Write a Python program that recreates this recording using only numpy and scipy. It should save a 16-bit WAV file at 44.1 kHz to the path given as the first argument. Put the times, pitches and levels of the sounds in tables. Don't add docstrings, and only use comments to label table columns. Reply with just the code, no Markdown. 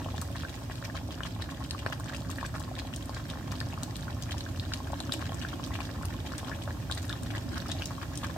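import sys
import numpy as np
from scipy import signal
from scipy.fft import rfft, irfft
from scipy.io import wavfile
from scipy.ndimage import uniform_filter1d

SR = 44100
rng = np.random.default_rng(int(sys.argv[2]) if len(sys.argv) > 2 else 0)


def put_to_file(sound):
    columns = np.atleast_2d(sound).T
    safe = np.clip(columns, -1, 1)
    whole_steps = np.round(safe * 32767)
    wavfile.write(sys.argv[1], SR, whole_steps.astype(np.int16))


N = 369111
TIME = np.arange(N) / SR
HZ = np.fft.rfftfreq(N, 1 / SR)

# start in seconds, relative level in dB, pitch in Hz.
FILM_SNAPS = [(0.1796, -37, 3700), (0.2152, -29, 8700), (0.756, -40.5, 4200), (1.234, -32.5, 3170),
              (1.4218, -34, 4020), (1.7091, -26.5, 4440), (1.8629, -36, 4230), (1.9987, -38, 9000),
              (2.1484, -40, 8850), (2.164, -37, 4900), (2.205, -44, 6600), (2.3017, -36, 7060),
              (2.3134, -35, 8100), (2.463, -34.5, 7700), (2.597, -37, 10500), (2.6015, -38, 11000),
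              (2.753, -40, 3650), (2.9376, -32.5, 3000), (2.9617, -32, 9100), (3.0942, -40.5, 4660),
              (3.146, -38, 4170), (3.3003, -35, 3600), (3.518, -37, 6340), (3.6036, -30, 4600),
              (3.8328, -26.5, 8500), (3.957, -35, 4020), (3.966, -34.5, 9100), (4.2238, -31, 6650),
              (4.309, -34, 3030), (4.3275, -36, 3640), (4.3814, -35.5, 5500), (4.4078, -33, 4000),
              (4.5974, -32, 4070), (4.7367, -26.5, 4600), (4.92, -42, 6900), (5.003, -29.5, 4000),
              (5.1217, -24.5, 3830), (5.1316, -35, 8000), (5.1362, -29, 5500), (5.3446, -34.5, 8100),
              (5.4156, -37, 2750), (5.423, -40, 4300), (5.487, -40.5, 3600), (5.639, -35, 3700),
              (5.755, -32, 2490), (5.805, -31.5, 2470), (6.054, -30.5, 5350), (6.381, -32.5, 8500),
              (6.636, -39.5, 8500), (6.9132, -28, 3680), (6.9226, -28.5, 3900), (6.9484, -36, 8600),
              (6.977, -34.5, 4040), (7.028, -38, 7460), (7.0946, -32, 3780), (7.1275, -32, 3530),
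              (7.233, -35.5, 8200), (7.3804, -36, 3080), (7.6855, -36.5, 7500), (7.698, -38, 3500),
              (7.717, -27.5, 3870), (7.8216, -29.5, 2830), (7.857, -28, 6340), (8.155, -36, 6350),
              (8.175, -29.5, 7500), (8.2352, -37, 3350)]
# midpoint in seconds, relative level in dB, typical cell pitch in Hz.
FOAM_PATCHES = [(0.365, -34.5, 2660), (0.399, -36.5, 2800), (0.498, -37, 3230), (0.547, -41, 2840),
                (0.721, -37, 2900), (0.852, -32.5, 2800), (0.968, -34.5, 2070), (1.124, -36, 2880),
                (1.258, -37, 2380), (1.422, -35, 3000), (1.509, -38, 3100), (1.644, -37, 2740),
                (1.792, -36, 3200), (1.93, -32.5, 2250), (2.093, -35.5, 2130), (2.141, -38, 1870),
                (2.309, -39, 2400), (2.408, -39, 2700), (2.455, -37, 2170), (2.558, -36.5, 1770),
                (2.79, -32.5, 3060), (3.177, -39, 1730), (3.302, -38, 2850), (3.517, -36.5, 2400),
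                (4.316, -31.5, 2760), (4.386, -44, 3500), (4.744, -35.5, 3450), (5.134, -37, 3320),
                (5.218, -39, 1800), (5.256, -37.5, 3040), (5.424, -37, 2670), (5.527, -41, 3000),
                (5.742, -34.5, 2580), (5.81, -42, 1500), (5.853, -38, 3750), (6.261, -36, 2400),
                (6.476, -37, 3200), (6.927, -43, 3270), (6.978, -37.5, 2300), (7.267, -40, 2730),
                (7.31, -35.5, 2500), (7.357, -33, 2400), (7.532, -39.5, 2120), (7.572, -38.5, 1610),
                (7.615, -39.5, 2400), (7.72, -38, 2600), (7.781, -40, 3000), (7.825, -35.5, 2680),
                (8.028, -36, 1970), (8.246, -32, 2170)]
# pitch in Hz, noise as a share of
# the ring, leftward pan, top of the noise in Hz, its decay time in seconds.
FILM_VOICES = [(3000, 0.26, 1, 11600, 0.00053), (4300, 0.48, 1.5, 9900, 0.00089),
               (8500, 0.96, 3.5, 21000, 0.00079)]


def gain_of(db):
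    return 10 ** (np.asarray(db) / 20)


def unit_rms(x):
    return x / np.sqrt(np.mean(x ** 2) + 1e-20)


def read(points, hz, column=1):
    table = np.array(points, float)
    return np.interp(np.log(hz + 1), np.log(table[:, 0] + 1), table[:, column])


def add(mix, s, sound, pan, lag):
    for channel, db_per_pan, at in ((0, .89, s), (1, -1.5, s + lag)):
        part = mix[channel, max(round(at * SR), 0):][:len(sound)]
        part += gain_of(db_per_pan * pan) * sound[:len(part)]


def boil_db(s):
    # time in seconds, relative level in dB.
    boil = [(0.0, -42), (0.74, -52), (0.95, -48), (6.45, -43), (6.74, -46.5), (7.78, -41.5), (8.02, -52.5),
            (8.37, -40)]
    at, db = np.transpose(boil)
    return np.interp(s, at, db - db.mean())


def stove(rumble_db=-38, waver_hz=0.19):
    # frequency in Hz, relative noise density in dB.
    rumble_spectrum = [(25, -53), (42, -14.5), (58, -9), (82, -0.5), (98, 0.5), (130, -5.5), (200, -15.5),
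                       (265, -7.5), (340, -18), (440, -30.5), (570, -26.5), (900, -34.5), (2000, -46),
                       (6000, -65)]
    # frequency in Hz, likeness of the two sides from 0 to 1, left over right in dB.
    stereo_image = [(58.3, 0.99, -2.5), (119, 0.98, -1.5), (179, 0.99, -8.5), (239, 1, -2.5),
                    (383, 0.97, -8.5), (640, 0.78, 3), (1410, 0.32, -7.5)]
    # pitch in Hz, rms level before panning in dB.
    hum_tones = [(59.3, -50.5), (115, -55), (167.5, -54)]
    common, apart = rfft(rng.standard_normal((2, N)))
    likeness = read(stereo_image, HZ)
    pair = np.array([common, likeness * common + np.sqrt(1 - likeness ** 2) * apart])
    rumble = unit_rms(irfft(pair * gain_of(read(rumble_spectrum, HZ)), N))
    bed = gain_of(rumble_db + 0.39 * boil_db(TIME)) * rumble
    for hz, db in hum_tones:
        drift = np.interp(TIME, np.linspace(0, N / SR, 30), rng.standard_normal(30))
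        bed += gain_of(db) * np.sqrt(2) * np.sin(2 * np.pi * np.cumsum(hz + waver_hz * drift) / SR)
    balance = gain_of(np.outer([.5, -.5], read(stereo_image, HZ, column=2)))
    return irfft(rfft(bed) * balance, N)


def echoes(x, wall_db=-6, wall_t60=0.036, room_db=-11, size=12000):
    # frequency in Hz, seconds to fade by 60 dB.
    kitchen_t60 = [(300, 0.17), (1500, 0.17), (5000, 0.31), (14000, 0.23)]
    t = np.arange(size) / SR
    early, late = rng.choice([-1., 1.], (2, 2, size)) * (rng.random((2, 2, size)) < .12)
    early = early * (t > .0007) * np.exp(-np.log(1000) * t / wall_t60)
    hz, at, bands = signal.stft(late * (t > .005), SR, nperseg=256)
    fade = np.exp(-np.log(1000) * at / read(kitchen_t60, hz)[:, None])
    late = signal.istft(bands * fade, SR, nperseg=256)[1][:, :size]
    response = (gain_of(wall_db) * unit_rms(early) + gain_of(room_db) * unit_rms(late)) / np.sqrt(size)
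    return signal.oaconvolve(x, response, axes=1)[:, :N]


def surroundings(x, spots=5, hold=1024):
    # resonance in Hz, width in Hz, gain in dB.
    air_modes = [(565.3, 20, 10.5), (639, 58, 4.5), (1073, 22, 0)]
    spot = rng.integers(0, spots, N // hold + 1).repeat(hold)[:N]
    send = x + .5 * x[::-1]
    reflections = sum(echoes(send * uniform_filter1d(1. * (spot == k), 64)) for k in range(spots))
    ring = sum(gain_of(db) * signal.lfilter(*signal.iirpeak(hz, hz / width, SR), x.mean(0))
               for hz, width, db in air_modes)
    return x + reflections + ring


def snap(hz, tear, cycles=2.1, tear_s=0.00039, tear_share=1.18, onset_s=.00008):
    t = np.arange(len(tear)) / SR
    ring = np.sin(2 * np.pi * hz * t) * np.exp(-hz * t / cycles) * (1 - np.exp(-1.8 * hz * t)) ** 2
    return ring + tear_share * tear * np.exp(-t / tear_s) * (1 - np.exp(-t / onset_s))


def crackles(times, level_db, low_hz, high_hz=10000, range_db=17):
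    out = np.zeros((2, N))
    tears = rng.standard_normal((len(times), 200))
    for s, tear, (faintness, pitch, place) in zip(times, tears, rng.random((len(times), 3))):
        db = level_db - range_db * np.sqrt(faintness) + .5 * boil_db(s)
        hz = low_hz * (high_hz / low_hz) ** pitch
        tear = signal.lfilter(*signal.iirpeak(hz, 1, SR), tear)
        add(out, s, gain_of(db) * snap(hz, tear), pan=10 * (place - .35), lag=.0005 * (place - .5))
    return out


def rim(count=380):
    # frequency in Hz, relative noise density in dB.
    hiss_spectrum = [(300, 20), (700, 11.5), (1500, 4.5), (2400, 9.5), (4500, 4.5), (8000, 5.5), (12000, 4),
                     (16000, 7)]
    # time in seconds, level in dB.
    hiss_fader = [(0, -49.5), (1.47, -52), (5.6, -49.5), (5.94, -50), (6.85, -49.5), (7.11, -50),
                  (8.37, -49)]
    ticks = crackles(rng.random(count) * N / SR, level_db=-25.5, low_hz=2400)
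    hiss = unit_rms(irfft(rfft(rng.standard_normal((2, N))) * gain_of(read(hiss_spectrum, HZ)), N))
    return ticks + hiss * gain_of(np.interp(TIME, *np.transpose(hiss_fader)))


def spray(events, count=3, scatter_s=.012, after_s=.002):
    bursts = np.array([row[0] for row in events])
    times = bursts[:, None] + after_s + scatter_s * abs(rng.standard_normal((len(bursts), count)))
    return crackles(times.ravel(), level_db=-29, low_hz=3000)


def plip(hz, cycles, glide, swell_cycles):
    age = np.arange(int((1.3 * cycles + 2) / hz * SR)) / SR * hz
    envelope = (1 - np.exp(-(age / swell_cycles) ** 3)) * np.exp(-np.log(1000) * age / cycles)
    return envelope / envelope.max() * np.sin(2 * np.pi * age * (1 + glide * age / cycles))


def puff(rise_s, size=400):
    age = np.arange(size) / SR / rise_s
    return age * (2 - age) * np.exp(-age)


def gurgle(count=200, range_db=6, low_hz=230, high_hz=330):
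    # time in seconds, top level in dB.
    gurgle_fader = [(4.7, -62), (4.95, -36), (5.55, -37), (5.9, -51), (6.9, -46.5), (7.3, -35), (8.37, -51)]
    out = np.zeros((2, N))
    for when, faintness, pitch in rng.random((count, 3)):
        s, hz = when * N / SR, low_hz * (high_hz / low_hz) ** pitch
        db = np.interp(s, *np.transpose(gurgle_fader)) - range_db * faintness
        add(out, s, gain_of(db) * plip(hz, cycles=14, glide=0, swell_cycles=3.25), pan=-2, lag=0)
    return out


def small_bubbles(count=340, level_db=-39, range_db=9, low_hz=680, high_hz=2400, cycles=7, puff_db=-2):
    out = np.zeros((2, N))
    for when, faintness, pitch, length, place in rng.random((count, 5)):
        s, hz = when * N / SR, low_hz * (high_hz / low_hz) ** pitch
        gain = gain_of(level_db - range_db * np.sqrt(faintness) + 0.29 * boil_db(s))
        pan, lag = 6 * (place - .45), 0.000094 * (place - .5)
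        add(out, s, gain * plip(hz, cycles * (.5 + length), glide=0.21, swell_cycles=0.59), pan, lag)
        add(out, s, gain * gain_of(puff_db) * puff(0.11 / hz), pan, lag)
    return out


def steam(hz, spread_s=0.0039, size=2600):
    t = (np.arange(size) - size // 2) / SR
    grains = rng.standard_normal(size) * (rng.random(size) < .1)
    band_hz = [min(hz, 8000), min(3.2 * hz, 16000)]
    fizz = signal.lfilter(*signal.butter(1, band_hz, "band", fs=SR), grains)
    return t[0], unit_rms(fizz) * np.exp(-(t / spread_s) ** 2 / 2)


def foam_cell(hz, cycles=9, glide=0.062, swell_cycles=0.31):
    t60 = cycles / hz
    t = np.arange(int(1.2 * t60 * SR) + 50) / SR
    turns = hz * (t + glide * t ** 2 / t60)
    attack = 1 - np.exp(-(turns / swell_cycles) ** 2)
    return np.sin(2 * np.pi * turns) * attack * np.exp(-np.log(1000) * t / t60)


def foam_patch(out, s, db, hz, count, scatter_s=.009, range_db=11, tick_db=-13, steam_db=-17.5):
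    offset_s, fizz = steam(hz)
    add(out, s + offset_s, gain_of(db + steam_db) * fizz, pan=1, lag=.0002 * rng.standard_normal())
    for faintness, draw in zip(rng.permutation(count) / count, rng.standard_normal((count, 204))):
        detune, lateness, place, skew = draw[:4]
        pitch = min(hz * 2 ** (0.44 * detune + 0.098 * lateness), 12000)
        at, gain = s + scatter_s * lateness, gain_of(db - range_db * faintness)
        pan, lag = 1 + 2 * place, .00009 * skew
        add(out, at, gain * foam_cell(pitch), pan, lag)
        add(out, at, gain * gain_of(tick_db) * snap(1.7 * pitch, draw[4:]), pan, lag)


def sputters(boost_db=6.5, faint_count=104, faint_db=-34, range_db=6, low_hz=1290, high_hz=3300):
    out = np.zeros((2, N))
    faint = rng.random((faint_count, 3))
    for s, db, hz in FOAM_PATCHES:
        foam_patch(out, s, db + boost_db, hz, count=10)
    for slot, (when, faintness, pitch) in enumerate(faint):
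        s, hz = (slot + when) / faint_count * N / SR, low_hz * (high_hz / low_hz) ** pitch
        foam_patch(out, s, faint_db - range_db * faintness + boil_db(s), hz, count=5)
    return out


def squelches(flutter_s=0.0011, flutter_db=5, wobble=0.12):
    # start in seconds, length in seconds, level in dB, first and last pitch in Hz.
    pockets = [(5.716, 0.021, -39, 1840, 2200), (6.515, 0.029, -32.5, 1604, 2380),
               (7.097, 0.0376, -37.5, 1504, 2220)]
    out = np.zeros((2, N))
    for s, length, db, first_hz, last_hz in pockets:
        t = np.arange(0, length, 1 / SR)
        lip, waver = (np.interp(t, flutter_s * np.arange(60), rng.standard_normal(60)) for _ in range(2))
        hz = first_hz * (last_hz / first_hz) ** (t / length) * (1 + wobble * waver)
        envelope = np.sin(np.pi * (t / length) ** 0.11)
        level = gain_of(db) * unit_rms(gain_of(flutter_db * lip)) * envelope
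        add(out, s, level * np.sin(2 * np.pi * np.cumsum(hz) / SR), pan=1, lag=0)
    return out


def tearing(noise, hz):
    band_hz = np.clip([0.47 * hz, max(read(FILM_VOICES, hz, column=3), hz)], 100, 20000)
    return unit_rms(signal.lfilter(*signal.butter(3, band_hz, "band", fs=SR), noise))


def big_snaps(boost_db=11, spread_s=.0001, fizz_db=-19, fizz_s=0.003, size=1100):
    out = np.zeros((2, N))
    t = (np.arange(size) - size // 2) / SR
    for (s, db, hz), draw in zip(FILM_SNAPS, rng.standard_normal((len(FILM_SNAPS), 351))):
        share, pan, tear_s = (read(FILM_VOICES, hz, column) for column in (1, 2, 4))
        lag = spread_s * draw[0]
        crack = snap(hz, tearing(draw[1:], hz), tear_s=tear_s, tear_share=share, onset_s=tear_s / np.pi)
        crack = gain_of(db + boost_db) * unit_rms(crack) / np.sqrt(len(crack) / 5)
        add(out, s, crack, 1.69 * pan, lag)
        tears = rng.standard_normal(size) * (rng.random(size) < .03) * np.exp(-abs(t) / fizz_s)
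        add(out, s + t[0], gain_of(fizz_db) * np.convolve(tears, crack), .5 * pan, lag)
    return out


def fluttered(ring, hz, noise, depth_db=2.5):
    age = np.arange(len(ring)) / SR * hz
    lip = np.interp(age / 2, np.arange(len(noise)), noise)
    return ring * gain_of(depth_db * lip * np.tanh(age / np.pi))


def lead_in(s, hz, count=3, lead_s=.018, smack_db=-14, climb_octaves=0.89):
    for early in (np.arange(count) + rng.random(count)) / count:
        smack = plip(hz * 2 ** (-climb_octaves * early), cycles=3, glide=0, swell_cycles=0.61)
        yield s - lead_s * early, gain_of(smack_db) * (1 - early / 2) * smack


def big_bubbles(trim_db=-6, tick_db=-17, puff_db=-4, spread_s=.00007):
    # start in seconds, relative level in dB, cavity pitch in Hz, cycles until the ring dies.
    pops = [(0.0172, -29, 1010, 1.9), (0.0607, -26.5, 730, 4.9), (0.0861, -28, 835, 1.9),
            (0.1417, -32, 720, 5.8), (0.1809, -28, 1420, 3.7), (0.2198, -29.5, 1240, 13),
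            (0.3032, -36.5, 680, 9), (0.4345, -25.5, 1320, 3.9), (0.4493, -28, 1540, 35),
            (0.6983, -25, 1230, 1.3), (0.8254, -28.5, 1370, 8.2), (0.8986, -28, 1570, 10),
            (0.9526, -28.5, 1020, 3.7), (1.0885, -32.5, 674, 5), (1.2059, -23, 1380, 6.7),
            (1.2519, -28, 1060, 4.6), (1.3974, -32.5, 825, 2.3), (1.7473, -30, 1120, 23),
            (1.8629, -13, 1560, 4.3), (1.9007, -32, 710, 3.8), (1.9287, -34, 1700, 15),
            (1.9983, -30.5, 990, 8), (2.1469, -23.5, 2500, 16), (2.2956, -33, 1060, 14),
            (2.3844, -24, 1740, 12), (2.4285, -23.5, 975, 7.8), (2.4512, -29, 1730, 11),
            (2.5503, -27.5, 990, 2.4), (2.7132, -32.5, 670, 14), (2.8186, -31, 820, 2.8),
            (3.0938, -27, 840, 4.1), (3.1691, -27, 1120, 1.8), (3.356, -34.5, 1060, 8.3),
            (3.373, -29.5, 1260, 2.4), (3.48, -33, 1260, 3.6), (3.6123, -24, 1570, 13),
            (3.6696, -32, 674, 3.8), (3.7327, -32, 850, 8.8), (3.7405, -27, 2580, 16),
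            (3.776, -30.5, 1130, 14), (4.0805, -29.5, 1400, 16), (4.3423, -32, 870, 15),
            (4.4635, -32.5, 1500, 25), (4.7196, -26, 1470, 14), (4.8027, -33, 880, 12),
            (4.9013, -33.5, 670, 8), (4.9321, -24.5, 770, 7), (5.0052, -29.5, 810, 3.2),
            (5.0937, -27.5, 1230, 8.9), (5.14, -19.5, 2680, 11), (5.2242, -27, 1150, 7.2),
            (5.2932, -31, 630, 1.8), (5.3208, -25.5, 1030, 2.2), (5.449, -24, 1530, 19),
            (5.5297, -31, 1290, 9), (5.5967, -28.5, 970, 6.3), (5.7066, -30, 940, 6.9),
            (5.7534, -26.5, 1160, 2.9), (5.789, -24, 1250, 2.8), (5.8036, -28, 915, 8.1),
            (5.8916, -28, 1420, 3.1), (6.012, -36, 980, 14), (6.0323, -32, 1370, 20),
            (6.319, -25, 1110, 1.7), (6.336, -27, 1350, 10), (6.4302, -28, 720, 1.7),
            (6.4815, -28, 1210, 3.5), (6.5154, -24.5, 1510, 12), (6.6746, -35, 605, 8.7),
            (6.6765, -28.5, 1370, 11), (6.707, -28, 1720, 9.1), (6.8982, -28, 1390, 10),
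            (7.0977, -48, 1560, 12), (7.338, -28, 1500, 4), (7.5724, -27, 1110, 2.6),
            (7.6589, -30.5, 1220, 19), (7.7001, -28, 1480, 3.8), (7.8214, -32, 2450, 13),
            (7.9075, -26.5, 895, 2.5), (7.9806, -34.5, 1070, 19), (8.0301, -27, 1170, 5.4),
            (8.2364, -33, 1490, 3.6), (8.2543, -36, 1620, 19), (8.362, -31, 640, 7.4)]
    out = np.zeros((2, N))
    for (s, db, hz, cycles), draw in zip(pops, rng.standard_normal((len(pops), 203))):
        place, skew, bend, noise = *draw[:3], draw[3:]
        pan, lag = 1 + 0.7 * place, spread_s * skew
        gain = gain_of(db + trim_db)
        ring = plip(hz, cycles, glide=0.15 * (1 + 0.42 * bend), swell_cycles=0.52)
        add(out, s, gain * fluttered(ring, hz, noise), pan, lag)
        add(out, s + 0.58 / hz, -gain * gain_of(puff_db) * puff(0.66 / hz), pan, lag)
        add(out, s, gain * gain_of(tick_db) * snap(hz, noise), pan, lag)
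        for at, smack in lead_in(s, hz):
            add(out, at, gain * min(cycles / 10, 1) * smack, pan, lag)
    return out


def scene():
    sauce = big_bubbles() + squelches() + big_snaps() + sputters()
    sauce += small_bubbles() + gurgle() + spray(FOAM_PATCHES + FILM_SNAPS) + rim()
    sauce = signal.sosfilt(signal.butter(2, 170, "high", fs=SR, output="sos"), sauce)
    return surroundings(sauce) + stove()


def port(colour, size=4096):
    log_gain = np.log(gain_of(read(colour, abs(np.fft.fftfreq(size, 1 / SR)))))
    return np.fft.ifft(np.exp(np.conj(signal.hilbert(log_gain)))).real[:size // 2]


def record(dry):
    # frequency in Hz, gain in dB.
    left_colour = [(300, 1), (420, 1), (680, 4), (1090, 7.5), (1250, 2), (1650, 7.5), (2100, -3), (3100, 3),
                   (4500, -0.5), (6000, -3.5), (8000, -1), (8950, 0.5), (10200, -13), (15700, -13.5)]
    right_colour = [(350, -0.5), (750, 5), (1200, 4.5), (1750, 4.5), (2500, -1.5), (4000, 3.5), (5400, 4.5),
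                    (7700, -1.5), (8800, -9), (10200, -9), (11600, -1), (13200, -1), (14600, -3),
                    (15400, -16)]
    heard = signal.oaconvolve(dry, np.array([port(left_colour), port(right_colour)]), axes=1)[:, :N]
    low_pass = signal.firwin(511, 15900, window=("kaiser", 9), fs=SR)
    return signal.oaconvolve(heard, low_pass[None], "same", axes=1)


dry = scene()
out = record(dry)
put_to_file(out)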